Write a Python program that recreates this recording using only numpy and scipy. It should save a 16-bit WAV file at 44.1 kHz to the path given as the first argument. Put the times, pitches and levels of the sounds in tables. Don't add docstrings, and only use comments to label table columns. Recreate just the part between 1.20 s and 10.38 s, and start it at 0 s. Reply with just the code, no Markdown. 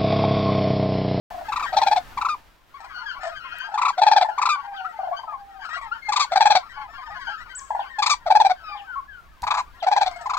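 import sys
import numpy as np
from scipy import signal
from scipy.fft import rfft, irfft, next_fast_len
from scipy.io import wavfile
from scipy.ndimage import uniform_filter1d, minimum_filter1d, map_coordinates

SR = 44100
rng = np.random.default_rng(int(sys.argv[2]) if len(sys.argv) > 2 else 0)


def wav_record(signal):
    frames = np.transpose(np.atleast_2d(signal))
    bounded = np.clip(frames, -1, 1)
    quanta = np.round(bounded * 32767).astype(np.int16)
    wavfile.write(sys.argv[1], SR, quanta)


N = 404838
TIME = np.arange(N) / SR


def gain_of(db):
    return 10 ** (np.asarray(db) / 20)


def unit_rms(x):
    return x / np.sqrt(np.mean(x ** 2) + 1e-20)


def colour(x, points):
    size = next_fast_len(x.shape[-1] + 512)
    hz, db = np.transpose(points)
    curve = np.interp(np.log(np.fft.rfftfreq(size, 1 / SR) + 1), np.log(hz), db)
    return irfft(rfft(x, size) * gain_of(curve), size)[..., :x.shape[-1]]


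def wander(size, hz):
    knots = rng.standard_normal(int(2 * hz * size / SR) + 2)
    return np.interp(np.arange(size) * 2 * hz / SR, np.arange(len(knots)), knots)


def add(mix, s, sound):
    part = mix[max(round(s * SR), 0):][:len(sound)]
    part += sound[:len(part)]


def partials(hz, overtone_db, count=14, smear=0, uneven_db=0):
    phase = 2 * np.pi * (np.cumsum(hz) / SR + rng.random())
    out, overtone = np.cos(phase), gain_of(overtone_db)
    for k in range(2, count + 1):
        drift = smear * np.sqrt(k - 1) * wander(len(hz), 400)
        strength = overtone ** min(np.log2(k) / 2, 1) * gain_of(uneven_db * rng.standard_normal())
        out = out + strength * np.cos(k * phase + drift) * (k * hz < SR / 2)
    return out


def burst(hz, length, treble_db, leap, droop, flutter, rough, settle_s,
          swell_s=.0014, sag=.17, smear=.15, end_db=-2, crack=0, crack_s=.012, count=14):
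    t = np.arange(int((length + .00644) * SR)) / SR
    unrest = np.exp(-(t / settle_s) ** 2)
    shake = wander(len(t), 170) * unrest
    slack = np.exp(-(t / swell_s) ** 4) + np.exp(-((t[-1] - t) / (2.5 * swell_s)) ** 4)
    arch = leap * np.exp(-((t - swell_s - .0035) / .004) ** 2) - sag * slack - droop * (t / length) ** 3
    pitch = hz * (1 + arch + flutter * shake + rough * (unrest + .1) * wander(len(t), 1131))
    trend_db = end_db * (t / length) ** 2
    bright_db = treble_db - 10 * slack + trend_db / 2
    chaos = crack * np.exp(-(t / crack_s) ** 4)
    tone = partials(pitch, bright_db, count, smear * (unrest ** 2 + .15) + 2 * chaos, uneven_db=2.2)
    rasp = (.1 * unrest + chaos) * gain_of(bright_db / 2) * rng.standard_normal(len(t)) * (1 + abs(tone))
    falter_db = 4.5 * np.minimum(shake, 0)
    swing = gain_of(trend_db + falter_db) * (1 + .5 * chaos * np.exp(-t / crack_s))
    gate = np.clip(t / .001, 0, 1) * np.clip((t[-1] - .002 - t) / .003, 0, 1)
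    return (tone + rasp) * swing * gate


def cry(length, mid_hz, glide, overtone_db, arch_octaves=.06):
    u = np.linspace(-1, 1, int(length * SR))
    waver = .012 * wander(len(u), 45) + .012 * wander(len(u), 500)
    hz = mid_hz * 2 ** (glide * u / 2 - arch_octaves * u ** 2) * (1 + waver)
    tone = partials(hz, overtone_db, count=4, smear=.15, uneven_db=2)
    return tone * signal.windows.tukey(len(u), .5) * gain_of(3 * wander(len(u), 30))


def windpipe(x, trip_s, echo):
    return x + sum(echo ** k * np.interp(TIME - k * trip_s, TIME, x, left=0) for k in range(1, 5))


# (frequency [Hz], gain [dB])
RIGHT_RESPONSE = [(800, -2), (1200, -4), (2100, -10), (2800, -5.5), (4200, -12.5), (5200, -3.5),
                  (7200, -7.5), (8500, -55.5)]

def ports(x, lag_ms):
    delayed = map_coordinates(x, [np.arange(N) - lag_ms * SR / 1000], order=3)
    return np.array([x, colour(delayed, RIGHT_RESPONSE)])


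def open_air(x, t60):
    t = np.arange(SR // 2) / SR
    tail = rng.standard_normal((2, len(t))) * gain_of(-60 * t / t60) * np.clip(t / .015, 0, 1)
    wet = signal.fftconvolve(x[None], tail / np.linalg.norm(tail[0]), axes=1)[:, :N]
    return np.array([wet[0], colour(wet[1], RIGHT_RESPONSE)])


# (frequency [Hz], relative density [dB])
HISS_SPECTRUM = [(60, 3.5), (130, -8.5), (280, -5), (450, -8), (900, -4), (3500, -13), (10000, -27),
                 (13000, -23.5)]
# (time [s], level [dB])
HISS_LEVELS = [(1, -47), (1.42, -60.5), (1.7, -57), (8.15, -58.5), (8.4, -57)]
RUMBLE_LEVELS = [(1, -59), (1.45, -71.5), (1.8, -58.5), (3.3, -68), (6.12, -56), (6.4, -57.5), (9, -60)]

def air(puff_db=9.5, flicker_db=1):
    noise = rng.standard_normal((2, N)) + rng.standard_normal(N)
    rumble_db = np.interp(TIME, *np.transpose(RUMBLE_LEVELS)) + puff_db * np.tanh(wander(N, 8))
    hiss_db = np.interp(TIME, *np.transpose(HISS_LEVELS)) + flicker_db * wander(N, 13)
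    rumble = unit_rms(colour(noise, [(45, 0), (200, -24), (900, -80)])) * gain_of(rumble_db)
    return unit_rms(colour(noise, HISS_SPECTRUM)) * gain_of(hiss_db) + rumble


# (time [s], level [dB], spectral peak [Hz])
TRANSIENTS = [(0.967, -42, 116), (2.385, -39.5, 13000), (8.221, -33, 5640), (8.222, -39, 76.4)]

def ticks():
    out, t = np.zeros(N), np.arange(SR // 10) / SR
    for s, db, hz in TRANSIENTS:
        body = unit_rms(colour(rng.standard_normal(len(t)), [(hz / 5, -12), (hz, 0), (hz * 10, -40)]))
        add(out, s, gain_of(db) * body * np.exp(-t / (.0018 + 2 / hz)))
    return np.array([out, out])


# (frequency [Hz], gain [dB])
FAR_FORMANTS = [(450, -30.5), (640, 3), (1500, -4.5), (2300, -3.5), (2750, -14), (3150, -4.5), (3500, -17),
                (4600, -7), (6500, -18.5), (8000, -11), (10000, -47)]
# (time [s], level [dB])
CHATTER_LEVELS = [(.2, -44), (.5, -32), (1.2, -62.5), (1.48, -65.5), (1.62, -43), (2.06, -33.5),
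                  (2.4, -38.5), (3.65, -41), (4.3, -53), (4.55, -27.5), (4.72, -43.5), (5.5, -39.5),
                  (6.12, -34), (6.4, -43.5), (6.6, -40), (7, -53), (7.56, -41.5), (7.9, -61), (9.1, -40.5)]

def flock(birds=130, repeats=5):
    out = np.zeros(N)
    for pitch, span, fall in rng.random((birds, 3)):
        hz = 780 + 1350 * (pitch + rng.random()) / 2
        yelp = cry(.025 + .055 * span, hz, glide=.15 - .4 * fall, overtone_db=-16)
        croak = gain_of(-8) * burst(hz * (.5 + fall), length=.02, treble_db=-13, leap=.04, droop=.04,
                                    flutter=.06, rough=.1, settle_s=.05, count=4)
        for yelp_s, croak_s in rng.uniform(0, N / SR, (repeats, 2)):
            add(out, yelp_s, yelp)
            add(out, croak_s, croak)
    return unit_rms(colour(out, FAR_FORMANTS)) * gain_of(np.interp(TIME, *np.transpose(CHATTER_LEVELS)))


def nasal_note(s=2.195, length=.29, hz=314, db=-39, sag=.011, waver=.0031):
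    u, out = np.linspace(-1, 1, int(length * SR)), np.zeros(N)
    voice = partials(hz * (1 - sag * u + waver * wander(len(u), 30)), 0, count=11, smear=.2)
    formants = [(450, -40), (1000, -8), (1850, 0), (2180, -14), (2500, 1), (3100, -3), (3500, -18)]
    add(out, s, gain_of(db) * unit_rms(colour(voice, formants)) * signal.windows.tukey(len(u), .5))
    return out


# (time [s], level [dB])
HOARSE_CHIRPS = [(3.557, -38), (6.59, -40), (7.561, -40), (8.595, -40)]

def rasps(length=.062, top_hz=3700, fall=.35, rough=.066):
    u, out = np.linspace(0, 1, int(length * SR)), np.zeros(N)
    for s, db in HOARSE_CHIRPS:
        hz = top_hz * (1 - fall * u + rough * wander(len(u), 690))
        add(out, s, gain_of(db) * partials(hz, 0, count=1) * signal.windows.tukey(len(u), .5))
    return out


def small_bird(s=6.347, length=.055, top_hz=7900, db=-31):
    u, out = np.linspace(-1, 1, int(length * SR)), np.zeros(N)
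    hz = top_hz * (1 - .082 * u - .52 * u ** 4)
    add(out, s, gain_of(db) * np.sin(2 * np.pi * np.cumsum(hz) / SR) * signal.windows.tukey(len(u), .4))
    return np.array([out, .67 * out]) + gain_of(-6) * open_air(out, t60=.4)


# (time [s], length [s], relative level [dB], mid pitch [Hz], glide [oct], overtones [dB])
DISTANT_CRIES = [(1.538, 0.041, -45, 1135, .08, -20), (1.733, .105, -35.5, 1468, -.08, -16.5),
                 (1.849, .09, -37, 1570, -0.36, -17.5), (2.317, .03, -39.5, 1454, .05, -16),
                 (2.389, .1, -36.5, 1562, 0.13, -18.5), (3.324, .05, -34, 1523, -.1, -31),
                 (3.36, 0.061, -37.5, 1134, -.05, -31), (3.398, 0.33, -47.5, 787, -.2, -25),
                 (3.524, .12, -41.5, 1517, -.25, -20.5), (3.642, 0.043, -35.5, 1347, 0.42, -35),
                 (3.923, 0.039, -36, 1137, 0.144, -34), (3.96, 0.051, -42.5, 1570, .05, -11),
                 (4.061, 0.12, -40, 1184, -0.46, -44), (4.112, .35, -53.5, 794, -0.15, -38),
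                 (4.711, 0.037, -33.5, 1426, .3, -28), (4.814, 0.089, -42, 2140, -0.056, -24),
                 (5.51, 0.09, -46, 1524, -.18, -23), (5.562, .11, -47, 853, -0.083, -22),
                 (5.912, .07, -44.5, 1793, -0.44, -36), (6.045, 0.15, -43, 1362, -.31, -24),
                 (6.065, 0.064, -35.5, 1595, .15, -24), (6.334, 0.037, -40, 1480, -0.017, -35),
                 (6.403, 0.063, -47, 1096, -.03, -40), (6.683, 0.11, -43.5, 1835, -.15, -33),
                 (7.426, .14, -39.5, 1241, -0.23, -10.5), (7.473, .2, -49, 827, -.09, -32),
                 (7.658, 0.11, -41, 1476, -.35, -52), (7.751, 0.059, -37.5, 1097, -0.056, -55),
                 (7.869, 0.15, -44.5, 1537, -0.42, -40), (8.922, 0.064, -46, 2187, -0.014, -20)]
# (time [s], bursts [count], period [s], level [dB], pitch [Hz], treble [dB], roughness [0-1])
DISTANT_RATTLES = [(.108, 4, 0.034, -29, 754, -33, 0.2), (1.603, 2, 0.04, -36, 808, -7.5, 0),
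                   (2.032, 3, 0.019, -27, 701, -10, 0.3), (2.49, 2, 0.03, -28, 843, -21.5, 0),
                   (3.046, 2, 0.041, -14.5, 846, -31, 0.03), (3.79, 4, 0.041, -20.5, 762, -52, 0.12),
                   (3.99, 4, .044, -27.5, 912, -35, 0.1), (4.449, 5, 0.041, -24, 1293, -15, 0),
                   (6.505, 3, .044, -14.5, 874, -35, 0.01), (8.91, 3, 0.05, -34, 723, -6, 0)]

def far_cranes(sag_per_burst=.018):
    out = np.zeros(N)
    for s, length, db, hz, glide, overtone_db in DISTANT_CRIES:
        add(out, s, gain_of(db + 13) * cry(length, hz, glide, overtone_db))
    for s, count, period, db, hz, treble_db, rough in DISTANT_RATTLES:
        for k in range(count):
            sound = burst(hz * (1 - sag_per_burst * k), .02, treble_db, leap=.042, droop=.046,
                          flutter=.07, rough=rough, settle_s=.024, end_db=-7.5)
            add(out, s + k * period, gain_of(db) * sound)
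    return colour(windpipe(out, trip_s=.002935, echo=.3), FAR_FORMANTS)


def high_call(s, count, db, hz, opening_hz, last_s, treble_db, period_s=.041, quicken_s=.0022):
    yield s - .037, db - 3.5 + .17 * treble_db, opening_hz, .019, treble_db / 2 - 7
    for k in range(count):
        slack = (k - 1.4) ** 2
        onset = s + k * period_s - quicken_s * k ** 2
        length = last_s if k == count - 1 else .021
        yield onset, db - .9 * slack, hz * (1 - .015 * slack), length, treble_db


# (frequency [Hz], gain [dB])
HIGH_FORMANTS = [(450, -38), (780, -1.5), (1200, -3), (1900, -15), (2450, -7.5), (2950, -23.5),
                 (3850, -10.5), (4500, -13.5), (5600, -22), (7200, -19.5), (8600, -31), (10500, -62)]
# (first full burst [s], full bursts [count], relative level [dB], top pitch [Hz],
# opening pitch [Hz], last burst's length [s], treble [dB], roughness [0-1])
HIGH_RATTLES = [(0.32, 4, -18.5, 1227, 870, 0.038, -7, 0), (1.009, 3, -15, 1239, 1046, 0.067, -11, 0.03),
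                (2.576, 4, -12.5, 1205, 865, 0.026, -7.5, 0.05),
                (3.215, 3, -12.5, 1226, 1068, 0.071, -4, 0), (4.921, 3, -15, 1148, 854, 0.056, 5.5, 0.08),
                (6.821, 3, -15, 1178, 854, .048, 7, 0.07), (8.266, 4, -15.5, 1114, 958, 0.042, -6, 0.36),
                (9.094, 3, -16.5, 1188, 1004, 0.016, -8, 0.09)]

def high_crane():
    out = np.zeros(N)
    for *call, rough in HIGH_RATTLES:
        for s, db, hz, length, treble_db in high_call(*call):
            strain = np.interp(hz, [880, 1130], [.25, 1])
            sound = burst(hz, length, treble_db, leap=.11 * strain, droop=.064 * strain,
                          flutter=.042 * strain, rough=rough * strain, settle_s=.041, swell_s=.004,
                          sag=.16 * strain, smear=.55 * strain, end_db=-2800 * length ** 2)
            attack = 1 - np.exp(-TIME[:len(sound)] * strain / .0007)
            add(out, s, gain_of(db + 4.5) * sound * attack)
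    return colour(windpipe(out, trip_s=.006, echo=.33), HIGH_FORMANTS)


def low_call(s, db, hz, treble_db, brighten_db, last_db, count=5, period_s=.0485, grunt_hz=684):
    yield s - .04, db - 10, grunt_hz, treble_db - 2
    for k in range(count):
        slack = (k - 1.5) ** 2
        burst_db = db - .4 * slack + last_db * (k == count - 1)
        yield s + k * period_s, burst_db, hz * (1 - .02 * slack), treble_db + brighten_db * (k - 2)


# (frequency [Hz], gain [dB])
LOW_FORMANTS = [(470, -22), (620, 4.5), (850, 6.5), (1150, -2.5), (1650, -11.5), (1980, -9.5), (2330, -7),
                (2950, -23), (3450, -9), (4350, -8), (5200, -20.5), (5850, -16.5), (6550, -30),
                (7400, -24.5), (8200, -29), (10000, -60.5)]
# (first full burst [s], relative level [dB], top pitch [Hz], treble [dB],
# brightening [dB/burst], last burst's gain [dB])
LOW_RATTLES = [(0.567, -10.5, 854, -2, -.5, -2.5), (2.817, -7, 846, -3, 0.5, -4),
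               (5.158, -7.5, 837, 1, 1, -1), (7.103, -7.5, 838.7, -7, 0.5, -4),
               (8.666, -10, 837, -3.5, 2.5, -7.5)]

def low_crane(pitch_spread=.008, shimmer_db=.7, crack_spread_db=2.8):
    out = np.zeros(N)
    for call in LOW_RATTLES:
        for s, db, hz, treble_db in low_call(*call):
            jitter, shimmer, harshness = rng.standard_normal(3)
            flutter = np.interp(db, [-14, -7], [.11, .03])
            sound = burst(hz * (1 + pitch_spread * jitter), .0213, treble_db,
                          leap=.07 * gain_of(crack_spread_db * jitter), droop=.025, flutter=flutter,
                          rough=.03, settle_s=.034, end_db=1,
                          crack=.28 * gain_of(crack_spread_db * harshness))
            sound *= gain_of(db - 4 + shimmer_db * shimmer)
            add(out, s, sound)
            add(out, s - .005, .16 * sound[:300])
    return colour(windpipe(out, trip_s=.0068, echo=.24), LOW_FORMANTS)


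def scene(start_s=.103):
    pair = low_crane() + high_crane()
    far = far_cranes() + nasal_note() + rasps()
    chatter = flock()
    near = ports(pair, lag_ms=np.interp(TIME, [0, 9], [.05, .135]))
    near += gain_of(-14.5) * open_air(pair, t60=.11)
    distant = ports(far + chatter, lag_ms=-.13) * gain_of([[1], [-2]])
    distant += gain_of(-8.5) * open_air(far, t60=.23) + gain_of(-13) * open_air(chatter, t60=.075)
    return (near + distant + small_bird() + air() + ticks()) * (TIME > start_s)


def record(dry, ceiling=.92, cutoff_hz=15900):
    allowed_gain = ceiling / np.maximum(abs(dry).max(0), ceiling)
    gain = uniform_filter1d(minimum_filter1d(allowed_gain, size=301), size=301)
    lowpass = signal.firwin(511, cutoff_hz, window=("kaiser", 9), fs=SR)
    return signal.oaconvolve(dry * gain, lowpass[None], "same")


dry = scene()
out = record(dry)
wav_record(out)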